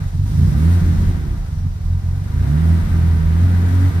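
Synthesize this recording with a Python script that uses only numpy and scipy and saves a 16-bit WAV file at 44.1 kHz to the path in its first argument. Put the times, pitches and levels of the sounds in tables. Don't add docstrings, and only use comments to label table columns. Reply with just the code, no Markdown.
import sys
import numpy as np
from scipy import signal
from scipy.fft import rfft, irfft
from scipy.io import wavfile

SR = 44100
rng = np.random.default_rng(int(sys.argv[2]) if len(sys.argv) > 2 else 0)


def bounce(signal):
    frames = np.transpose(np.atleast_2d(signal))
    limited = np.clip(frames, -1, 1)
    pcm = np.round(limited * 32767).astype(np.int16)
    wavfile.write(sys.argv[1], SR, pcm)


N = 176400
T = np.arange(N) / SR
HZ = np.fft.rfftfreq(N, 1 / SR)
SIDES = np.array([[1], [-1]])
BASS_PAN_DB, AIR_PAN_DB = -0.58, 0.83


def amp(db):
    return 10 ** (np.asarray(db) / 20)


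def unit(x):
    return x / np.sqrt(np.mean(x ** 2) + 1e-20)


def curve(table, column=1):
    rows = np.array(table)
    return np.interp(T, rows[:, 0], rows[:, column])


def at_hz(spectrum, hz):
    f, value = np.transpose(spectrum)
    return np.interp(np.log(hz + 1), np.log(f + 1), value)


def band_pass(x, centre_hz, width_hz):
    return unit(irfft(rfft(x) * np.exp(-((HZ - centre_hz) / width_hz) ** 2), N))


def drift(hz):
    return band_pass(rng.standard_normal(N), 0, hz)


def noise_band(centre_hz, width_hz):
    return band_pass(rng.standard_normal((2, N)), centre_hz, width_hz)


def bell(peak_s, width_s):
    return np.exp(-((T - peak_s) / width_s) ** 2)


def onsets(firings):
    return np.flatnonzero(np.diff(np.floor(firings)) > 0)


# t/s, level/dB, added tilt/(dB/octave), half orders/dB
ENGINE_LOAD = [(.04, -4.5, -2.5, -1), (.18, 4, -4.5, -14), (.28, -3.5, -3, -4), (.43, -3, 0, -4),
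               (.54, -1, -0.5, -2), (.67, 3, 1, -18), (.76, -1.5, 0.5, -28), (.9, 0.5, -1, -20),
               (1.04, -1.5, 0, -7), (1.17, -5, -7.5, -25), (1.3, -6, -2, -4), (1.44, -16, -2.5, 4.5),
               (1.52, -6, -4, 4.5), (1.66, -3, 0, -15.5), (1.78, -4, -5.5, -10), (1.93, 6, -6, -30),
               (2.12, 1.5, -4, -18), (2.26, -6, -4, 1), (2.39, -5, -2.5, 4.5), (2.47, 0.5, -5, -6),
               (2.54, -0.5, 3, -34), (2.62, -1, 0.5, -15), (2.71, 2, 0.5, -13), (2.8, 0.5, -1, -9.5),
               (3.0, -0.5, -1, 2), (3.22, -1.5, -7, -10), (3.42, 0, -0.5, -12), (3.6, -1.5, 0.5, -13),
               (3.83, -1.5, 0.9, -13.5), (4, -2.5, -4.5, -7)]
# t/s, level/dB
UNEVENNESS = [(0, -5), (.2, -2), (.45, 12), (.6, -2), (.76, -5), (.84, 6.5), (1.05, 3.5), (1.4, -1.5),
              (1.8, -8), (2.2, -3.5), (2.42, 0.5), (2.54, -9), (2.72, -3), (2.83, -1), (3.3, 0.5),
              (3.48, -4.5), (3.65, -1.5), (4, -4)]
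# t/s, width/s, depth/(0-1), thump/dB
MISSED_FIRINGS = [(0.104, 0.039, 0.8, -26), (0.813, 0.015, 0.83, -0.5), (.968, 0.035, 0.62, -18),
                  (1.114, 0.036, 0.52, -17), (1.613, 0.021, 0.63, -24), (1.716, .025, 0.62, -22),
                  (2.01, 0.031, .8, -29), (2.87, 0.078, 0.79, -4), (3.918, .021, 0.98, -10)]
# f/Hz, gain/dB
PIPE_RESPONSE = [(20, -27), (36, -24), (46, -16), (53, -10), (59, -2), (68, -8), (78, -3), (87, 0.5),
                 (93, 2.5), (108, -3.5), (122, -10.5), (142, 0), (165, -4.5), (177, -8.5), (186, -25),
                 (210, -12.5), (226, -13), (250, -22.5), (264, -18), (277, -7), (305, -33.5), (343, -17.5),
                 (372, -36.5), (600, -31)]


def exhaust_tone(rate_hz, firings):
    tilt_db_per_octave = curve(ENGINE_LOAD, column=2) - 4
    half_order_db = curve(ENGINE_LOAD, column=3)
    flutter_depth = .14 * amp(curve(UNEVENNESS))
    tone = np.zeros(N)
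    for order in np.arange(1, 13) / 2:
        level_db = at_hz(PIPE_RESPONSE, order * rate_hz) + tilt_db_per_octave * np.log2(max(order, 1))
        level_db -= 1.5 * max(order - 4, 0)
        if order % 1:
            level_db += half_order_db / max(order - .5, 1)
        flutter = 1 + flutter_depth * drift(hz=13.4)
        tone += amp(level_db) * flutter * np.cos(2 * np.pi * (order * firings + rng.random()))
    for t, width_s, depth, _ in MISSED_FIRINGS:
        tone *= 1 - depth * bell(t, width_s)
    return np.sqrt(2) * amp(curve(ENGINE_LOAD) - 12.5) * tone


def uneven_kicks(firings):
    at, kicks = onsets(firings), np.zeros(N)
    kicks[at] = rng.uniform(-0.88, 1, N)[:len(at)]
    return kicks


def ring(kicks, modes):
    t = T[:SR // 2]
    response = sum(amp(db) * np.exp(-np.pi * width_hz * t) * np.sin(2 * np.pi * hz * t)
                   for hz, width_hz, db in modes)
    edges_hz = [.75 * modes[0][0], 1.3 * modes[-1][0]]
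    band = signal.butter(3, edges_hz, "band", fs=SR, output="sos")
    return signal.sosfilt(band, signal.fftconvolve(kicks, response)[:N])


# f/Hz, width/Hz, level/dB
BOOM_MODES = [(55.2, 10, 0), (89, 5.3, -6.5), (103.3, 8.2, -1), (139.9, 18.5, 1.5), (158.2, 8, -8.5)]
# f/Hz, width/Hz, level/dB
BARK_MODES = [(207.6, 6.2, -10.5), (230.3, 9.5, -10), (264, 28, -8), (294, 11, -25), (343, 5, -21)]


def exhaust_lumps(firings):
    boom_kicks = uneven_kicks(firings) * amp(curve(UNEVENNESS))
    for t, _, _, thump_db in MISSED_FIRINGS:
        boom_kicks[int(t * SR)] -= amp(thump_db + 9)
    flow_db = curve(AIRFLOW) - curve(AIRFLOW).max()
    bark_kicks = uneven_kicks(firings) * amp(.65 * flow_db + .5 * curve(UNEVENNESS))
    return amp(-23.5) * ring(boom_kicks, BOOM_MODES) + amp(-19.5) * ring(bark_kicks, BARK_MODES)


# t/s, level/dB
BURBLE_PEAKS = [(.06, -22.5), (.14, -21.5), (.825, -21), (.98, -20), (1.075, -18), (1.16, -28),
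                (1.295, -20), (1.39, -20.5), (1.585, -22), (1.7, -22), (1.85, -23), (1.96, -31),
                (2.075, -26), (2.835, -18), (2.92, -20.5), (3.08, -26), (3.235, -19), (3.335, -29),
                (3.56, -29), (3.715, -29), (3.835, -27)]


def deep_boom(firings, mode_hz=36, rise_s=.015, fall_s=.06):
    rumble = band_pass(uneven_kicks(firings), mode_hz, width_hz=10)
    swells = [amp(db) * bell(t, np.where(T < t, rise_s, fall_s)) for t, db in BURBLE_PEAKS]
    boom = np.sqrt(2) * np.cos(2 * np.pi * mode_hz * T + .35 * drift(hz=10))
    return np.linalg.norm(swells, axis=0) * boom + amp(-41) * rumble


# f/Hz, coherence/(0-1)
AIR_COHERENCE = [(130, 1), (260, 0.2), (500, 1), (1000, 0.22), (2500, 0.11), (5000, 0), (8000, 0.71),
                 (14000, 1)]
# f/Hz, width/Hz, gain/dB
PANEL_MODES = [(439, 31, 3), (676.5, 38, 5.5), (791, 49, 4.5), (957.6, 26, 9), (1202, 20, 7),
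               (1310, 12, 5.5), (1430, 11, 5), (1540, 23, 7), (1946, 13, 6), (3840, 670, 3)]


def bay_noise(spectrum, left_lag_s=.000227):
    right, diffuse = rfft(rng.standard_normal((2, N)))
    coherence = at_hz(AIR_COHERENCE, HZ)
    left = coherence * right + np.sqrt(1 - coherence ** 2) * diffuse
    left *= np.exp(-2j * np.pi * HZ * left_lag_s)
    panels_db = sum(db / (1 + (2 * (HZ - hz) / width_hz) ** 2) for hz, width_hz, db in PANEL_MODES)
    return unit(irfft(np.array([left, right]) * amp(at_hz(spectrum, HZ) + panels_db), N))


# t/s, rush/dB, hiss/dB, fizz/dB
AIRFLOW = [(0.03, -47, -55.5, -57), (0.21, -60.5, -55.5, -57), (0.28, -50, -52, -51),
           (0.44, -45, -53.5, -51), (0.73, -39.5, -51, -48.5), (0.87, -42, -50.5, -52),
           (1.11, -43, -53.5, -53.5), (1.24, -47, -56.5, -56.5), (1.73, -58.5, -58.5, -61),
           (2.22, -51, -58, -57.5), (2.43, -43.5, -54.5, -53.5), (2.7, -40.5, -54, -51.5),
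           (3.28, -42, -54.5, -53.5), (3.52, -40.5, -53, -52), (3.87, -39.5, -52, -50.5),
           (3.94, -41, -54, -53), (3.95, -40, -54.5, -52.5)]
# f/Hz, density/dB
RUSH_SPECTRUM = [(100, 4.5), (200, 2.5), (300, 1), (420, 3), (580, 0.5), (800, -1), (1120, -0.5), (1500, 1),
                 (2000, -1), (2600, -9.5), (4000, -15.5), (8000, -28.5)]
# f/Hz, density/dB
WHIRR_SPECTRUM = [(200, 4.5), (340, 3.5), (500, -0.5), (1000, 1), (1500, -4), (2300, -9.5), (5000, -27)]


def air_rush(firings):
    pulse = 1 + .061 * np.cos(2 * np.pi * firings)
    rush = amp(curve(AIRFLOW) + 4.5) * bay_noise(RUSH_SPECTRUM) * pulse
    return rush + amp(-47.5) * bay_noise(WHIRR_SPECTRUM)


def valve_ticks(firings, spread_db=4, decay_s=.0016):
    at, impacts = onsets(firings), np.zeros(N)
    impacts[at] = amp(-spread_db * np.clip(rng.standard_normal(N)[:len(at)], -2, 2))
    return unit(signal.lfilter([1], [1, -np.exp(-1 / (decay_s * SR))], impacts))


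# f/Hz, density/dB
HISS_SPECTRUM = [(1000, -9.5), (2500, -0.5), (3800, 1), (5500, 2.5), (7000, 0.5), (9000, -11), (15000, -16)]
# f/Hz, density/dB
FIZZ_SPECTRUM = [(4000, -4), (7000, -9), (9000, 2), (11000, -1), (13200, -2.5), (15000, -2.5)]


def gas_hiss(firings):
    ticks = amp(-22) * valve_ticks(firings)
    puffs = 1 + .02 * np.cos(2 * np.pi * firings) + .08 * drift(hz=24.9) + ticks
    hiss = amp(curve(AIRFLOW, column=2) + 4) * bay_noise(HISS_SPECTRUM) * amp(SIDES * AIR_PAN_DB)
    fizz = amp(curve(AIRFLOW, column=3) + 3) * bay_noise(FIZZ_SPECTRUM)
    return puffs * (hiss + fizz)


# t/s, level/dB
THROTTLE_SUCTION = [(.2, -71), (.29, -56), (.5, -52), (.66, -64)]


def throttle_whistle():
    return amp(curve(THROTTLE_SUCTION)) * noise_band(centre_hz=5300, width_hz=980)


# t/s, level/dB
RASP_PEAKS = [(2.56, -48), (3.555, -40), (3.7, -42), (3.84, -43)]


def intake_rasp():
    surges = sum(amp(db) * bell(t, width_s=.033) for t, db in RASP_PEAKS)
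    return surges * noise_band(centre_hz=1710, width_hz=320)


def squeak():
    return amp(-59) * bell(peak_s=1.58, width_s=.06) * noise_band(centre_hz=5750, width_hz=170)


def garage_echoes(source, t60_s=.28, low_cut_hz=186):
    tail = rng.standard_normal(SR // 2) * amp(-60 * T[:SR // 2] / t60_s)
    echoes = signal.fftconvolve(source, tail / np.linalg.norm(tail))[:N]
    high_pass = signal.butter(3, low_cut_hz, "high", fs=SR, output="sos")
    return amp(-6.5) * signal.sosfilt(high_pass, echoes)


# t/s, firing rate/Hz
FIRING_RATE = [(0, 49.7), (.13, 42.8), (.2, 45), (.28, 53), (.35, 52.6), (.47, 62.6), (.55, 67),
               (.61, 78.4), (.73, 88.5), (.92, 84.3), (1.1, 87.4), (1.3, 65), (1.45, 53), (1.55, 41.3),
               (1.65, 45.4), (1.8, 39.5), (1.95, 45), (2.1, 43.5), (2.2, 47.3), (2.3, 49), (2.42, 63),
               (2.6, 80.3), (2.76, 83.8), (3.05, 84.3), (3.22, 79.8), (3.36, 82.6), (3.45, 89.3),
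               (3.62, 88.3), (3.86, 92.7), (4, 85.3)]


def scene():
    rate_hz = curve(FIRING_RATE) * (1 + .0044 * drift(hz=14))
    firings = np.cumsum(rate_hz) / SR
    exhaust = exhaust_tone(rate_hz, firings) + exhaust_lumps(firings) + deep_boom(firings)
    side = .12 * signal.hilbert(exhaust).imag + garage_echoes(exhaust)
    bass = (exhaust + SIDES * side) * amp(SIDES * BASS_PAN_DB)
    rush = air_rush(firings) * amp(SIDES * AIR_PAN_DB)
    return bass + rush + gas_hiss(firings) + throttle_whistle() + intake_rasp() + squeak()


def record(dry):
    fades = np.clip(np.minimum(T, T[-1] - T) / .003, 0, 1)
    low_pass = signal.firwin(511, 15200, window=("kaiser", 9), fs=SR)
    return signal.oaconvolve(dry * fades, low_pass[None], "same")


dry = scene()
out = record(dry)
bounce(out)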